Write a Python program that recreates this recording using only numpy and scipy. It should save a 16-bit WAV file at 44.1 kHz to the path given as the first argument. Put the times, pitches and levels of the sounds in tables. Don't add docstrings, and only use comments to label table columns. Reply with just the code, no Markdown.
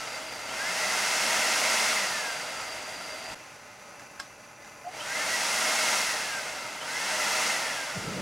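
import sys
import numpy as np
from scipy import signal
from scipy.fft import rfft, irfft
from scipy.io import wavfile
from scipy.ndimage import uniform_filter1d

SR = 44100
rng = np.random.default_rng(int(sys.argv[2]) if len(sys.argv) > 2 else 0)


def master_out(mix):
    frames = np.transpose(np.atleast_2d(mix))
    ceiling = np.clip(frames, -1, 1)
    pcm = np.round(ceiling * 32767).astype(np.int16)
    wavfile.write(sys.argv[1], SR, pcm)


N = 362061
T = np.arange(N) / SR
F = np.maximum(np.arange(N // 2 + 1) * SR / N, 1)
START_HZ, FULL_SPEED_HZ = 134, 218


def undb(db):
    return 10 ** (np.asarray(db) / 20)


def unit(x):
    return x / np.sqrt(np.mean(x ** 2))


def ramp(start_s, length_s):
    return np.clip((T - start_s) / length_s, 0, 1)


def bump(peak_s, half_s):
    return np.exp(-((T - peak_s) / half_s) ** 2)


def bell(x, centre, width):
    return 1 / (1 + (2 * (x - centre) / width) ** 2)


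def spectrum_db(points):
    hz, db = np.transpose(points)
    return np.interp(np.log(F), np.log(hz), db)


def resonance_db(resonances):
    return sum(db * bell(F, hz, width_hz) for hz, width_hz, db in resonances)


def colour(x, db):
    return irfft(rfft(x) * undb(db), N)


def band_noise(hz, width_hz):
    return unit(colour(rng.standard_normal(N), 20 * np.log10(bell(F, hz, width_hz))))


def walk(rate_hz):
    hold = max(int(SR / rate_hz), 1)
    steps = np.repeat(rng.standard_normal(N // hold + 1), hold)
    return unit(uniform_filter1d(uniform_filter1d(steps, hold), hold)[:N])


def eddies(shape_db, flutter_db, grit_db):
    bursts = undb(flutter_db * (walk(14) + walk(60)) + grit_db * walk(900))
    return unit(colour(rng.standard_normal(N) * bursts, shape_db))


def tone(hz, rough, shake_hz=70):
    shake = 1 + rough * (walk(shake_hz) + 1j * walk(shake_hz))
    return unit(np.real(shake * np.exp(2j * np.pi * np.cumsum(hz) / SR)))


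# (on [s], off [s], air trim at switch-off [dB], hiss lift and body cut at switch-off [dB])
BLOWER_RUNS = [(.452, 1.899, 1.0, -0.44), (4.892, 5.968, 1, 0.4), (6.799, 7.469, 0.86, -0.5)]


def shaft_rate(limit_hz=223.5, run_up_s=.325, drag_turns=242, friction_hz=55):
    def coast(hz, t):
        return friction_hz * np.tan(np.arctan(hz / friction_hz) - t * friction_hz / drag_turns)
    shaft_hz = coast(START_HZ, np.minimum(T, BLOWER_RUNS[0][0]))
    for on_s, off_s, _, _ in BLOWER_RUNS:
        on, off = int(on_s * SR), int(off_s * SR)
        energy_gap = (limit_hz ** 2 - shaft_hz[on] ** 2) * np.exp(-T[:N - on] / run_up_s)
        shaft_hz[on:] = np.sqrt(limit_hz ** 2 - energy_gap)
        shaft_hz[off:] = coast(shaft_hz[off], T[:N - off])
    return shaft_hz


# (frequency [Hz], level [dB])
AIR_SPECTRUM = [(30, -47), (60, -26), (130, -23), (300, -15.5), (500, -6.5), (1100, -7), (2000, -4),
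                (3600, -3), (5500, 0.5), (7500, -5), (10000, -7), (12000, -15), (14000, -22.5),
                (16000, -23.0)]
# (frequency [Hz], width [Hz], lift [dB])
DUCT_MODES = [(178, 41, 7.5), (273, 100, 8.5), (385, 18, 4.5), (518, 103, 3.1), (626.5, 69, 9),
              (752, 96, 8), (835, 50, 4.5), (928, 118, 10.5), (1050, 77, 5.5), (1227, 100, 7),
              (1341, 45, 5), (1388, 156, 7), (1580, 300, 6.5), (1914, 200, 7.5), (2070, 53, 3),
              (2126, 158, 8.5), (2593, 335, 5.5), (2783, 205, 3.5), (3300, 89, 4), (6600, 1300, 1.8)]


def air_stream(shaft_hz, level_db=-27.5, db_per_decade=58):
    _, off_s, trims_db, tilts_db = np.transpose(BLOWER_RUNS)
    trim_db, tilt_db = np.interp(T, off_s, trims_db), np.interp(T, off_s, tilts_db)
    decades = np.log10(shaft_hz / FULL_SPEED_HZ)
    rush = eddies(spectrum_db(AIR_SPECTRUM) + resonance_db(DUCT_MODES), flutter_db=.07, grit_db=.23)
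    hiss = signal.sosfilt(signal.butter(1, 3000, "high", fs=SR, output="sos"), rush)
    body = rush - hiss
    stream = body * undb(-6 * decades - tilt_db) + hiss * undb(14 * decades + tilt_db)
    return stream * undb(level_db + db_per_decade * decades + trim_db)


# (frequency [Hz], width [Hz], lift [dB])
HOUSING_MODES = [(1320, 70, 5), (1620, 100, 6.5), (1785, 40, 6.5), (1950, 60, 10.5), (2172, 40, 5.5)]
# (order [x shaft rate], level at full speed [dB])
FAN_ORDERS = [(1, -53.5), (20, -60), (60, -63)]


def blower(shaft_hz, blades=10, blade_db=-45.5, cut_on_hz=1390, overtone_db_per_decade=62):
    blade_hz = blades * shaft_hz
    housing = undb(np.interp(blade_hz, F, resonance_db(HOUSING_MODES)))
    escape = 1 / np.sqrt(1 + (cut_on_hz / blade_hz) ** 20)
    note = tone(blade_hz, rough=.36, shake_hz=45) * undb(blade_db) * housing * escape
    overtones = sum(undb(db) * tone(order * shaft_hz, rough=.34) for order, db in FAN_ORDERS)
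    return note + overtones * undb(overtone_db_per_decade * np.log10(shaft_hz / FULL_SPEED_HZ))


# (order [x shaft rate], casing resonance [Hz], width [Hz], peak level [dB])
MOTOR_ORDERS = [(12, 2080, 280, -37), (24, 2250, 400, -45.5), (24, 3080, 350, -44.5)]


def motor(shaft_hz, full_pull_hz_per_s=170):
    acceleration = uniform_filter1d(np.gradient(shaft_hz) * SR, size=1500)
    pull = np.clip(acceleration / full_pull_hz_per_s, 0, 1)
    rasp = 0
    for order, casing_hz, width_hz, db in MOTOR_ORDERS:
        hz = order * shaft_hz
        rasp += undb(db) * tone(hz, rough=2.1, shake_hz=190.8) * bell(hz, casing_hz, width_hz)
    return rasp * pull


# (frequency [Hz], level [dB])
GAS_SPECTRUM = [(30, -17), (60, -2.5), (110, -13.5), (300, -7), (550, 1.5), (1100, -6), (2600, -2.5),
                (3200, -3), (4500, -3), (6000, -4), (10000, -10), (13000, -19), (16000, -29.0)]
# (opens [s], shuts [s], opening time [s], flow [dB], whistle trim on opening [dB])
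FUEL_VALVE = [(-.5, 3.343, .1, -1.0, 1), (3.352, 3.395, .01, -16, -10), (4.84, 8.5, .13, -2.5, -7)]


def gas_jet(shaft_hz, hiss_db=-39, draught_db_per_decade=5, whistle_db=-50, growth_db_per_s=.5):
    flow, whistle_drive = 0, 0
    for open_s, shut_s, opening_s, flow_db, trim_db in FUEL_VALVE:
        valve = ramp(open_s, opening_s) * (1 - ramp(shut_s, .0055))
        flow += valve * undb(flow_db)
        whistle_drive += valve * undb(flow_db + trim_db + growth_db_per_s * (T - open_s))
    throat_db = 3 * bell(F, 630, 50)
    shape_db = spectrum_db(GAS_SPECTRUM) + resonance_db(DUCT_MODES) + throat_db
    hiss = flow * eddies(shape_db, flutter_db=.64, grit_db=1.5)
    whistle = whistle_drive * band_noise(4735, width_hz=100) * undb(walk(25.1))
    draught_db = draught_db_per_decade * np.log10(shaft_hz / START_HZ)
    return hiss * undb(hiss_db + draught_db) + whistle * undb(whistle_db)


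# (frequency [Hz], level [dB])
FIRE_SPECTRUM = [(25, -20), (55, -6), (105, -5.5), (160, 6), (210, -1), (290, -8.5), (380, -4.5), (600, -8),
                 (900, -27), (2000, -44), (8000, -45)]
# (time [s], relative level [dB])
FIRE_FLARES = [(7.975, -3), (8.088, -4), (8.17, -10), (8.205, -13)]


def fireball(level_db=-38, ignition_s=7.948, spread_s=.035, puff_s=3.32, puff_db=-49):
    billow = eddies(spectrum_db(FIRE_SPECTRUM), flutter_db=.8, grit_db=.2)
    burn = undb(-1) * ramp(ignition_s, spread_s)
    flares = sum(undb(db) * bump(peak_s, half_s=.02) for peak_s, db in FIRE_FLARES)
    puff = band_noise(110, width_hz=140) * bump(puff_s, half_s=.037)
    return billow * (burn + flares) * undb(level_db) + puff * undb(puff_db)


# (time [s], relative level [dB])
KNOCK_HITS = [(3.387, -21), (3.995, -14.5), (4.1958, -10), (4.1995, -1), (4.647, -17)]
# (frequency [Hz], relative level [dB], t60 [s])
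METAL_MODES = [(1090, -7, 0.14), (1420, -2, .06), (1624, 7, 0.047), (2090, -5, .1), (2580, -8, 0.067),
               (3300, -12, .05), (4100, -10, 0.04), (4800, -9, .1), (5200, -4, 0.047), (5350, -4, 0.06),
               (7620, -6, .07)]


def knocks(ring_db=-36, crack_db=-35, crack_s=.0029, scatter_db=-45, scatter_s=.032, detune=.0043):
    out, t = np.zeros(N), T[:SR // 2]
    band = signal.butter(2, [1000, 6500], "band", fs=SR, output="sos")
    for hit_s, hit_db in KNOCK_HITS:
        ring = 0
        for hz, mode_db, t60_s in METAL_MODES:
            detuned_hz = hz * (1 + detune * rng.standard_normal())
            ring += undb(mode_db - 60 * t / t60_s) * np.sin(2 * np.pi * detuned_hz * t)
        fade = undb(crack_db) * np.exp(-t / crack_s) + undb(scatter_db) * np.exp(-t / scatter_s)
        crack = fade * unit(signal.sosfilt(band, rng.standard_normal(len(t))))
        i = int(hit_s * SR)
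        out[i:i + len(t)] += undb(hit_db) * (undb(ring_db) * ring + crack)
    return out


def start_hoot(start_s=4.842, peak_s=4.872, end_s=4.888, level_db=-35.5):
    hz = np.interp(T, [start_s, end_s], [680, 735])
    swell = undb(level_db) * bell(T, peak_s, width=.034)
    gate = ramp(start_s, .0079) * (1 - ramp(end_s + .007, .018))
    return tone(hz, rough=.5, shake_hz=260) * swell * gate


def combustor_drone(shaft_hz, level_db=-47, db_per_decade=90, swell_db=-48):
    draught = undb(level_db + db_per_decade * np.log10(shaft_hz / FULL_SPEED_HZ))
    swell = undb(swell_db) * bump(peak_s=.16, half_s=.14)
    return band_noise(630, width_hz=20) * (draught + swell)


# (frequency [Hz], level [dB])
TORCH_SPECTRUM = [(30, -17), (60, -6), (130, 2), (350, -1), (700, -4.5), (1500, -8.5), (2700, -4),
                  (3100, -12), (5000, -14), (6800, -8.5), (8000, -16), (11000, -15), (13000, -26),
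                  (16000, -26)]
# (frequency [Hz], width [Hz], lift [dB])
TUBE_MODES = [(587, 81, 11.4), (760, 125, 4.8), (850, 95, 7.8), (1037, 120, 9.5), (1267, 97, 11),
              (1470, 175, 12), (1737, 23, 12), (2020, 230, 7.8), (2410, 115, 5.0), (2650, 68, 4.4),
              (4720, 310, 8.9), (5940, 340, 10), (11000, 168, 4.7)]


def blowtorch(level_db=-48):
    shape_db = spectrum_db(TORCH_SPECTRUM) + resonance_db(TUBE_MODES)
    return undb(level_db) * eddies(shape_db, flutter_db=.7, grit_db=1.1)


def reflections(x, t60_s=.2, delay_s=.003):
    t = T[:SR // 2]
    response = rng.standard_normal(len(t)) * undb(-60 * t / t60_s) * (t > delay_s)
    return signal.fftconvolve(x, response / np.linalg.norm(response))[:N]


# (frequency [Hz], relative level [dB])
SIDE_SPECTRUM = [(60, -14), (130, -17.5), (380, -11), (700, -14), (1290, -16), (2380, -12.5), (4400, -12.5),
                 (8120, -17.5), (15000, -59)]


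def workshop(rig, echo_db=-16, side_db=-2.5, lean_right_db=.2):
    mid = rig + undb(echo_db) * reflections(rig)
    side = colour(reflections(rig), spectrum_db(SIDE_SPECTRUM) + side_db)
    return np.array([(mid + side) * undb(lean_right_db * -.5), (mid - side) * undb(lean_right_db * .5)])


def scene(dip_s=3.35, dip_db=-12):
    shaft_hz = shaft_rate()
    air = air_stream(shaft_hz) + blower(shaft_hz) + motor(shaft_hz)
    hoots = start_hoot() + combustor_drone(shaft_hz)
    fuel = gas_jet(shaft_hz) + blowtorch() + fireball()
    return workshop(air + hoots + fuel + knocks()) * undb(dip_db * bump(dip_s, half_s=.003))


def record(dry, top_hz=15850):
    return signal.sosfilt(signal.ellip(12, .1, 80, top_hz, fs=SR, output="sos"), dry)


dry = scene()
out = record(dry)
master_out(out)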